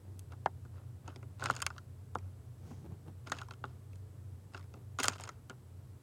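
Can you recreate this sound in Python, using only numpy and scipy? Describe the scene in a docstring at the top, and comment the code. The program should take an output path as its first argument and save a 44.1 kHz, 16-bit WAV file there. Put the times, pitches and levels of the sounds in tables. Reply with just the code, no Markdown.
"""Bird at a window feeder

A small bird picks at seeds in a feeder fixed to a window, heard from the room behind the glass.
Pecks and seed snaps cross the pane as quick falling chirps; loose seeds tick and rustle around them.
Indoors two wavering low tones throb over rumble and faint hiss, with a few soft low shuffles
and one faint swish, both made of swelling random contacts."""
import sys
import numpy as np
from scipy import signal
from scipy.fft import rfft, irfft
from scipy.io import wavfile
from scipy.ndimage import uniform_filter1d

SR = 44100
rng = np.random.default_rng(int(sys.argv[2]) if len(sys.argv) > 2 else 0)


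def master(y):
    """Save y as 16-bit WAV."""
    cut = np.clip(np.atleast_2d(y).T, -1, 1)
    pcm = np.round(cut * 32767)  # scale
    wavfile.write(sys.argv[1], SR, pcm.astype(np.int16))


N = 265482

# Pecks and seed snaps: (time [s], strength [dB], knock pitch [Hz], thump near 300 Hz [dB],
# edge near 3.5 kHz [dB], snap near 8 kHz [dB]); last three re knock, before the trims in contact_points
PECK_EVENTS = [(0.1929, -31.5, 980, 7, 0.5, 13), (0.321, -20, 1400, -9, -11, -16),
               (0.4592, 16, 883, -12, -28, -48), (0.462, -0.5, 1740, -28, -22, -39),
               (0.65, -18.5, 1420, -2, -32, -27), (1.078, -8, 950, 0.5, -17.5, -21),
               (1.1597, -12, 900, -4, -10.5, -20), (1.2281, -13, 1090, -5.5, -20.5, -31),
               (1.4231, -3.5, 1430, -7, -26, -46), (1.4395, -4.5, 1430, -12, -9, -8),
               (1.458, 1.5, 1370, -19, -8.5, -16), (1.4663, -6, 1270, -13, -7, -33),
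               (1.4995, 12.5, 1300, -7, -21.5, -34), (1.509, -7.5, 1190, -11, -5, -8.5),
               (1.5516, -21, 1260, -14, -5, -1), (1.5645, -12, 1390, -7, -3, -6),
               (1.602, -15, 1290, -12, -7, -9), (1.6191, -9.5, 1300, -11, -1, 2),
               (1.6235, -2.5, 1280, -27, -5, -7), (1.6645, 2, 1370, -23, -1.5, -4),
               (1.7027, -13, 1280, -24, -12, -20), (1.763, -24, 1130, -8, -13, -27),
               (1.7805, -13, 1260, -19, -12.5, -13.5), (2.1508, -7, 1160, -29, -18.5, -21.5),
               (2.1542, 7, 1090, 0.5, -25.5, -48), (2.1855, -21, 980, -6, -12.5, -13),
               (2.7113, -14.5, 940, 9, -35, -36), (3.0795, -18, 850, 8, -22.5, -36.5),
               (3.2716, -19, 1070, 5, -3.5, -11), (3.2979, -21, 1235, 4, -5, -4.5),
               (3.3185, 5, 1160, -10, -16.5, -16.5), (3.3212, -5, 1420, -4, -7, -15),
               (3.3864, -12.5, 1167, -14, -2.5, -15.5), (3.4152, -11.5, 1087, -16, -6, -14),
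               (3.5088, -14.5, 1310, -8, -5.5, -13.5), (3.6399, 0, 1125, -6.5, -13.5, -45),
               (3.653, -18, 1160, -8, -11, -23.5), (3.9315, -28.5, 1255, -3, -9, -17),
               (3.9565, -41.5, 780, -5, 4, 3), (4.5458, -13, 1211, -1.5, -6.5, -27),
               (4.5759, -21, 1190, 0, -1, -14), (4.7393, -19, 1190, 5, -12.5, -19),
               (4.9873, -5.5, 1285, -4.5, -5.5, -13), (5.0008, -7, 1438, -0.5, -0.5, 0),
               (5.031, -10, 1155, -12, 5, 2), (5.0354, -10.5, 1180, -6, -6, 8.5),
               (5.0416, 0, 1400, -20, 2, -9), (5.044, -3, 1250, -14, -18, -5),
               (5.0558, -13, 1380, -20, -1, 6), (5.0825, 8, 1270, -3, -7, -5),
               (5.0963, -9, 1230, -19, -10, -13), (5.1983, -10, 920, -11, -13, -18),
               (5.209, -18, 1111, -14, -14, -2.5), (5.2372, -18, 1340, -9, -3, -0.5),
               (5.2765, -21, 1068, -11, -4, -8), (5.2909, -7, 1245, -17.5, -10.5, -16),
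               (5.497, -11, 1240, -0.5, -10.5, -12.5), (5.503, -10.5, 1450, -8, -19, -38)]
# Loose seeds tumbling: (start [s], end [s], first tick strength [dB], last tick strength [dB]), before scatter
SPILL_EVENTS = [(1.385, 1.478, -23, -11.5), (1.485, 1.595, -19, -23), (3.33, 3.444, -21, -27),
                (3.485, 3.544, -25, -26), (4.529, 4.651, -24.5, -32.5), (4.996, 5.075, -16, -17),
                (5.116, 5.281, -22, -22.5)]
# Feeder and pane resonances: (frequency [Hz], width [Hz], lift [dB]); negative lift is a notch
FEEDER_MODES = [(268.3, 29, 7.5), (319.5, 18, -7.5), (387.5, 27, 6), (1413, 210, 6), (2090, 280, 4),
                (2700, 360, 5.5), (3146, 82, 4), (4640, 210, 4), (5180, 230, 5.5), (6710, 750, 7),
                (8800, 950, 5.5), (11700, 290, 2.5), (13500, 1000, -4)]
# Pane and room ring: (band centre [Hz], level re direct sound of a 3 dB blow [dB], t60 [s], rise [s])
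RING_BANDS = [(130, 4, 0.055, 0.005), (298, 3, 0.055, 0.00084), (730, -8.5, 0.075, 0.00058),
              (1460, -4.5, 0.035, 0.00024), (3100, -10, 0.019, 0.0005), (6900, -15.5, 0.03, 0.00049),
              (15000, -22.5, 0.02, 0.00081)]
# Bird stirring the seeds: (start [s], fullest [s], end [s], level [dB], brightness [dB per octave]);
# the sound is cut at its end, even if that comes before the fullest point
STIR_EVENTS = [(.30, .328, 0.36, -52.5, -4), (.70, .77, 0.93, -63.5, -2), (1.03, 1.085, 1.2, -55.5, -2),
               (1.385, 1.44, 1.53, -44.5, 0.5), (1.47, 1.495, 1.58, -45, 0.5),
               (1.51, 1.575, 1.83, -55.5, 1), (2.16, 2.185, 2.6, -71.5, -1), (3.25, 3.272, 3.31, -50.5, 0),
               (3.31, 3.33, 3.47, -49, 0.5), (3.64, 3.655, 3.79, -62.5, -0.5), (4.52, 4.55, 4.61, -54, 0),
               (4.987, 4.997, 5.04, -36, 2.5), (5.0, 5.05, 5.17, -38.5, 2.5), (5.07, 5.11, 5.08, -52, -12),
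               (5.17, 5.215, 5.33, -56, 1.5), (5.25, 5.278, 5.4, -57, -1.5), (5.494, 5.504, 5.54, -48, -4)]
# Seed rustle through the glass: (frequency [Hz], relative density [dB per Hz])
SEED_COLOUR = [(100, -25), (300, 3), (600, 6), (1000, 6.5), (1450, 2.5), (1950, -8), (3500, -8.5),
               (7000, -16), (9000, -25), (11000, -31), (16000, -38)]
# Soft low shuffles: (start [s], fullest [s], end [s], level [dB], brightness [dB per octave])
SHUFFLE_EVENTS = [(0, .07, 0.32, -56, -0.5), (2.58, 2.66, 2.93, -53, 0.5), (2.70, 2.714, 2.73, -45.5, 0),
                  (2.74, 2.80, 3.15, -51.5, -5.5), (2.81, 2.868, 2.9, -47, -0.5),
                  (2.89, 2.92, 2.993, -49, -1), (3.05, 3.085, 3.11, -45, 0), (4.72, 4.76, 4.85, -54.5, 0.5)]
# Shuffle spectrum: (frequency [Hz], relative density [dB per Hz])
SHUFFLE_COLOUR = [(50, -26), (110, 3), (170, 4), (260, -10), (350, -5.5), (600, -17), (850, -17),
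                  (1800, -31.5), (6000, -43.5), (16000, -46)]
# Faint swish: (start [s], fullest [s], end [s], level [dB], brightness [dB per octave])
SWISH_EVENTS = [(2.58, 2.70, 2.91, -71, -2)]
# Swish spectrum: (frequency [Hz], relative density [dB per Hz])
SWISH_COLOUR = [(300, -15), (1500, -1), (4000, -2), (6500, 5), (9000, -6), (14000, -24)]
# Hum tones: (mean frequency [Hz], gain on HUM_LEVELS [dB], rms pitch waver [Hz], throb depth [dB])
HUM_TONES = [(92.25, 2, 2.63, 4), (121.2, 1.5, 2.23, 4)]
# Slow hum level: (time [s], lower tone [dB], upper tone [dB])
HUM_LEVELS = [(0.0, -50.5, -64), (0.45, -52.5, -55), (0.65, -51, -50.5), (1.05, -49, -57.5),
              (1.2, -54.5, -55), (1.5, -50, -50.5), (1.8, -53.5, -58.0), (2.2, -46, -59),
              (2.55, -55.5, -55), (2.95, -49, -58), (3.5, -57, -52.5), (3.8, -50.5, -52), (4.1, -50, -59.5),
              (4.7, -53, -53.5), (5.15, -52.5, -55.5), (5.35, -60.5, -56.5), (5.8, -51, -56),
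              (6.01, -59, -61)]
# Still room and microphone hiss: (frequency [Hz], relative density [dB per Hz])
ROOM_COLOUR = [(20, -25), (32, -23), (48, -10.5), (72, -1.5), (100, -1), (140, 0), (170, -9), (260, -12),
               (430, -16.5), (800, -24.5), (1400, -29.5), (2500, -36.5), (6500, -39.5), (16000, -46)]
# Bumps in that spectrum: (frequency [Hz], width [Hz], lift [dB])
ROOM_MODES = [(81, 17, 4.5), (227.8, 7.3, 3.5), (427.7, 12, 7.5), (7950, 840, 6.5), (10520, 1400, 7),
              (13900, 1000, 8)]

TICKS_PER_S, TICK_SPREAD_DB = 75, 2
TICK_HZ, TICK_PITCH_SPREAD = 1160, 0.074  # centre knock pitch, relative scatter
TICK_THUMP_DB, TICK_EDGE_DB, TICK_SNAP_DB, TICK_HARDNESS_SPREAD_DB = -6.5, -7, -14, 2.5
TICK_TRADE = 0.62  # knock lost per dB of hardness [dB]
WAVER_RATE_HZ, THROB_RATE_HZ = 9.15, 13.2
BAND_EDGE_HZ = 16300


def gain_of(db):
    """Decibels to amplitude."""
    return 10 ** (np.asarray(db) / 20)


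def evened(x):
    """Scales to rms 1."""
    return x / np.sqrt(np.mean(x ** 2) + 1e-20)


def read(points, hz):
    """Interpolates (Hz, value) points on a log-frequency axis."""
    point_hz, value = np.transpose(points)
    return np.interp(np.log(hz + 1), np.log(point_hz + 1), value)


def bumps(modes, hz):
    """Summed lift in dB of a set of resonances."""
    return sum(db / (1 + (2 * (hz - centre_hz) / width_hz) ** 2) for centre_hz, width_hz, db in modes)


def add(mix, start_s, sound):
    """Mixes a sound in at start_s."""
    part = mix[max(round(start_s * SR), 0):][:len(sound)]
    part += sound[:len(part)]


def causal(db):
    """Minimum-phase spectrum with these levels: rings only after its onset."""
    log_gain = np.log(gain_of(db))
    circle = np.concatenate([log_gain, log_gain[-2:0:-1]])
    return np.exp(np.conj(signal.hilbert(circle)))[:len(db)]


def wander(rate_hz):
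    """Slow random motion of rms 1, up to about rate_hz."""
    hz = np.fft.rfftfreq(N, 1 / SR)
    return evened(irfft(rfft(rng.standard_normal(N)) * np.exp(-(hz / rate_hz) ** 2), N))


def contact_points(knock_hz, thump, edge, snap, below_db=-3.0, above_db=-1, dip_db=-1,
                   top_db=-20, dulling=0.15, sub_db=-8, edge_db=-2, snap_db=-3):
    """Contact spectrum as (Hz, dB) points; a soft contact loses its highest treble first."""
    top = top_db + dulling * snap
    return sorted([
        (30, thump - 30), (120, thump + sub_db), (300, thump - 4), (460, 0.41 * thump - 7),
        (0.7 * knock_hz, below_db), (0.92 * knock_hz, 1.5), (1.067 * knock_hz, above_db),
        (np.sqrt(3300 * knock_hz), 0.83 * edge + dip_db - 4.0),
        (3500, edge + edge_db), (7800, snap + snap_db), (11000, snap + 0.64 * top), (16000, snap + top)])


def pecks(rows, level_db=0, delay_1khz_s=0.001571, crumble_s=0.00064, crumble_hz=2300,
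          firmness=0.58, nearness=0.55, size=8192):
    """Short blows on crumbling husks travel as bending waves in the glass, followed by a diffuse ring."""
    hz, t, out = np.fft.rfftfreq(size, 1 / SR), np.arange(size) / SR, np.zeros(N)
    # bending-wave speed grows as the root of frequency, so treble arrives first
    glass = np.exp(-4j * np.pi * delay_1khz_s * hz / np.sqrt(hz / 1000 + 1e-9))
    body_db = bumps(FEEDER_MODES, hz)

    centres_hz = [row[0] for row in RING_BANDS]
    bands = np.sqrt([read(list(zip(centres_hz, one)), hz) for one in np.eye(len(RING_BANDS))])
    fades = []
    for _, ring_db, t60_s, rise_s in RING_BANDS:
        envelope = (1 - np.exp(-t / rise_s)) ** 2 * np.exp(-np.log(1000) * t / t60_s)
        fades.append(gain_of(ring_db) * evened(envelope))
    fades = np.array(fades)

    # the husk starts to give way just before the beak lands
    giving = t * np.exp(-t / crumble_s)
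    landing = np.exp(-2j * np.pi * hz * crumble_s)
    for time_s, db, knock_hz, thump, edge, snap in rows:
        contact_db = read(contact_points(knock_hz, thump, edge, snap), hz)
        ring_noise = fades * rng.standard_normal(fades.shape)
        ring = (bands * rfft(ring_noise)).sum(0) / np.sqrt(size)
        crumble = rfft(evened(giving * rng.standard_normal(size))) / np.sqrt(size)
        # firm blows stay one clean push up to a higher pitch; light ones are mostly crumble
        clean = 1 / (1 + (hz / (crumble_hz * gain_of(firmness * db))) ** 4)
        force = np.sqrt(clean) * landing + np.sqrt(1 - clean) * crumble
        # loud blows land nearer and sound drier
        wet = gain_of(-nearness * np.clip(db - 3.0, -10, 25))
        blow = force * causal(contact_db + body_db) * glass * (1 + wet * ring)
        add(out, time_s - crumble_s, gain_of(db + level_db) * irfft(blow)[:size * 3 // 4])
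    return out


def tumbles():
    """Peck rows for loose seeds: unevenly spaced ticks, each of its own strength, pitch and hardness."""
    rows = []
    for start_s, end_s, first_db, last_db in SPILL_EVENTS:
        late, chance = rng.random(size=32), rng.standard_normal(size=(32, 3))
        times_s = start_s + (np.arange(len(late)) + late) / TICKS_PER_S
        for time_s, (loud, pitch, hard) in zip(times_s, np.clip(chance, -2, 2)):
            if time_s < end_s:
                db = np.interp(time_s, [start_s, end_s], [first_db, last_db]) + TICK_SPREAD_DB * loud
                hard_db = TICK_HARDNESS_SPREAD_DB * hard
                knock_hz = TICK_HZ * np.exp(TICK_PITCH_SPREAD * pitch)
                rows.append((time_s, db - TICK_TRADE * hard_db, knock_hz, TICK_THUMP_DB,
                             TICK_EDGE_DB + hard_db, TICK_SNAP_DB + hard_db))
    return rows


def rustle(rows, colour, modes, grains_per_s, spread_db, smooth, fade_db, size=32768):
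    """Swells of tiny random contacts over a smooth rub, rung through a body."""
    hz, out = np.fft.rfftfreq(size, 1 / SR), np.zeros(N)
    colour_db = read(colour, hz) + bumps(modes, hz)
    octaves = np.log2(np.clip(hz, 200, 8000))
    for start_s, full_s, end_s, db, bright in rows:
        sizes = gain_of(spread_db * np.minimum(rng.exponential(1, size), 3))
        grains = rng.choice([-1, 1], size) * sizes * (rng.random(size) < grains_per_s / SR)
        drive = evened(grains) + smooth * rng.standard_normal(size)
        t = start_s + np.arange(size) / SR
        swell_db = np.interp(t, [start_s, full_s, end_s], [fade_db, 0, fade_db])
        swell = gain_of(swell_db) * (t < end_s)
        body = causal(colour_db + bright * octaves)
        body = body / np.sqrt(np.mean(abs(body) ** 2))
        add(out, start_s, gain_of(db) * irfft(rfft(drive * swell) * body))
    return out


def patchy(x, patch_db=4, size=128):
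    """Each seed that shifts has a colour of its own, lasting a few milliseconds."""
    z = signal.stft(x, nperseg=size)[2]
    across_hz = uniform_filter1d(rng.standard_normal(z.shape), size=4, axis=0)
    patches = evened(uniform_filter1d(across_hz, size=3, axis=1))
    patch_gain = evened(gain_of(patch_db * np.clip(patches, -2, 2)))
    return signal.istft(z * patch_gain, nperseg=size)[1][:N]


def stirred_seeds():
    """Seeds stirred by the bird: patchy contact noise through feeder and pane."""
    return patchy(rustle(STIR_EVENTS, SEED_COLOUR, FEEDER_MODES,
                         grains_per_s=900, spread_db=3.0, smooth=0.5, fade_db=-21.5))


def shuffles():
    """Soft low shuffles in the room: sparse contacts, mostly bass."""
    return rustle(SHUFFLE_EVENTS, SHUFFLE_COLOUR, [],
                  grains_per_s=340, spread_db=2.5, smooth=0.46, fade_db=-20.0)


def swish():
    """Faint bright swish among the shuffles: dense contacts over a strong smooth rub."""
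    return rustle(SWISH_EVENTS, SWISH_COLOUR, [],
                  grains_per_s=5000, spread_db=2, smooth=0.8, fade_db=-18)


def hum(ceiling=1.37):
    """Two low tones that swell slowly, waver in pitch and throb at random: deep dips, limited tops."""
    time_s, *levels_db = np.transpose(HUM_LEVELS)
    t, out = np.arange(N) / SR, np.zeros(N)
    for (mean_hz, gain_db, waver_hz, throb_db), level_db in zip(HUM_TONES, levels_db):
        throb = throb_db * np.minimum(wander(THROB_RATE_HZ), ceiling)
        pitch_hz = mean_hz + waver_hz * wander(WAVER_RATE_HZ)
        tone = np.sin(2 * np.pi * np.cumsum(pitch_hz) / SR)
        out += gain_of(gain_db + np.interp(t, time_s, level_db) + throb) * tone
    return out


def room(level_db=-57, swell_db=0.13):
    """Shaped noise: rumble that swells a little, and steady microphone hiss."""
    hz = np.fft.rfftfreq(N, 1 / SR)
    z = rfft(rng.standard_normal(N)) * gain_of(read(ROOM_COLOUR, hz) + bumps(ROOM_MODES, hz))
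    low = 1 / (1 + (hz / 1500) ** 2)
    rumble = irfft(z * low, N) * gain_of(swell_db * wander(1.34))
    hiss = irfft(z * (1 - low), N)
    return gain_of(level_db) * evened(rumble + hiss)


def scene():
    """Bird, feeder and room, in mono."""
    indoors = hum() + room()
    stirred = stirred_seeds()
    movement = shuffles() + swish()
    blows = pecks(list(PECK_EVENTS) + tumbles())
    return (blows + stirred + movement + indoors)[None]


def record(dry, low_cut_hz=42):
    """The microphone's bass cut, then the recorder's band limit."""
    bass_cut = signal.butter(3, low_cut_hz, "highpass", fs=SR, output="sos")
    thinned = signal.sosfilt(bass_cut, dry)
    band_limit = signal.firwin(511, BAND_EDGE_HZ, window=("kaiser", 9), fs=SR)
    return signal.oaconvolve(thinned, band_limit[None], "same")


dry = scene()
out = record(dry)
master(out)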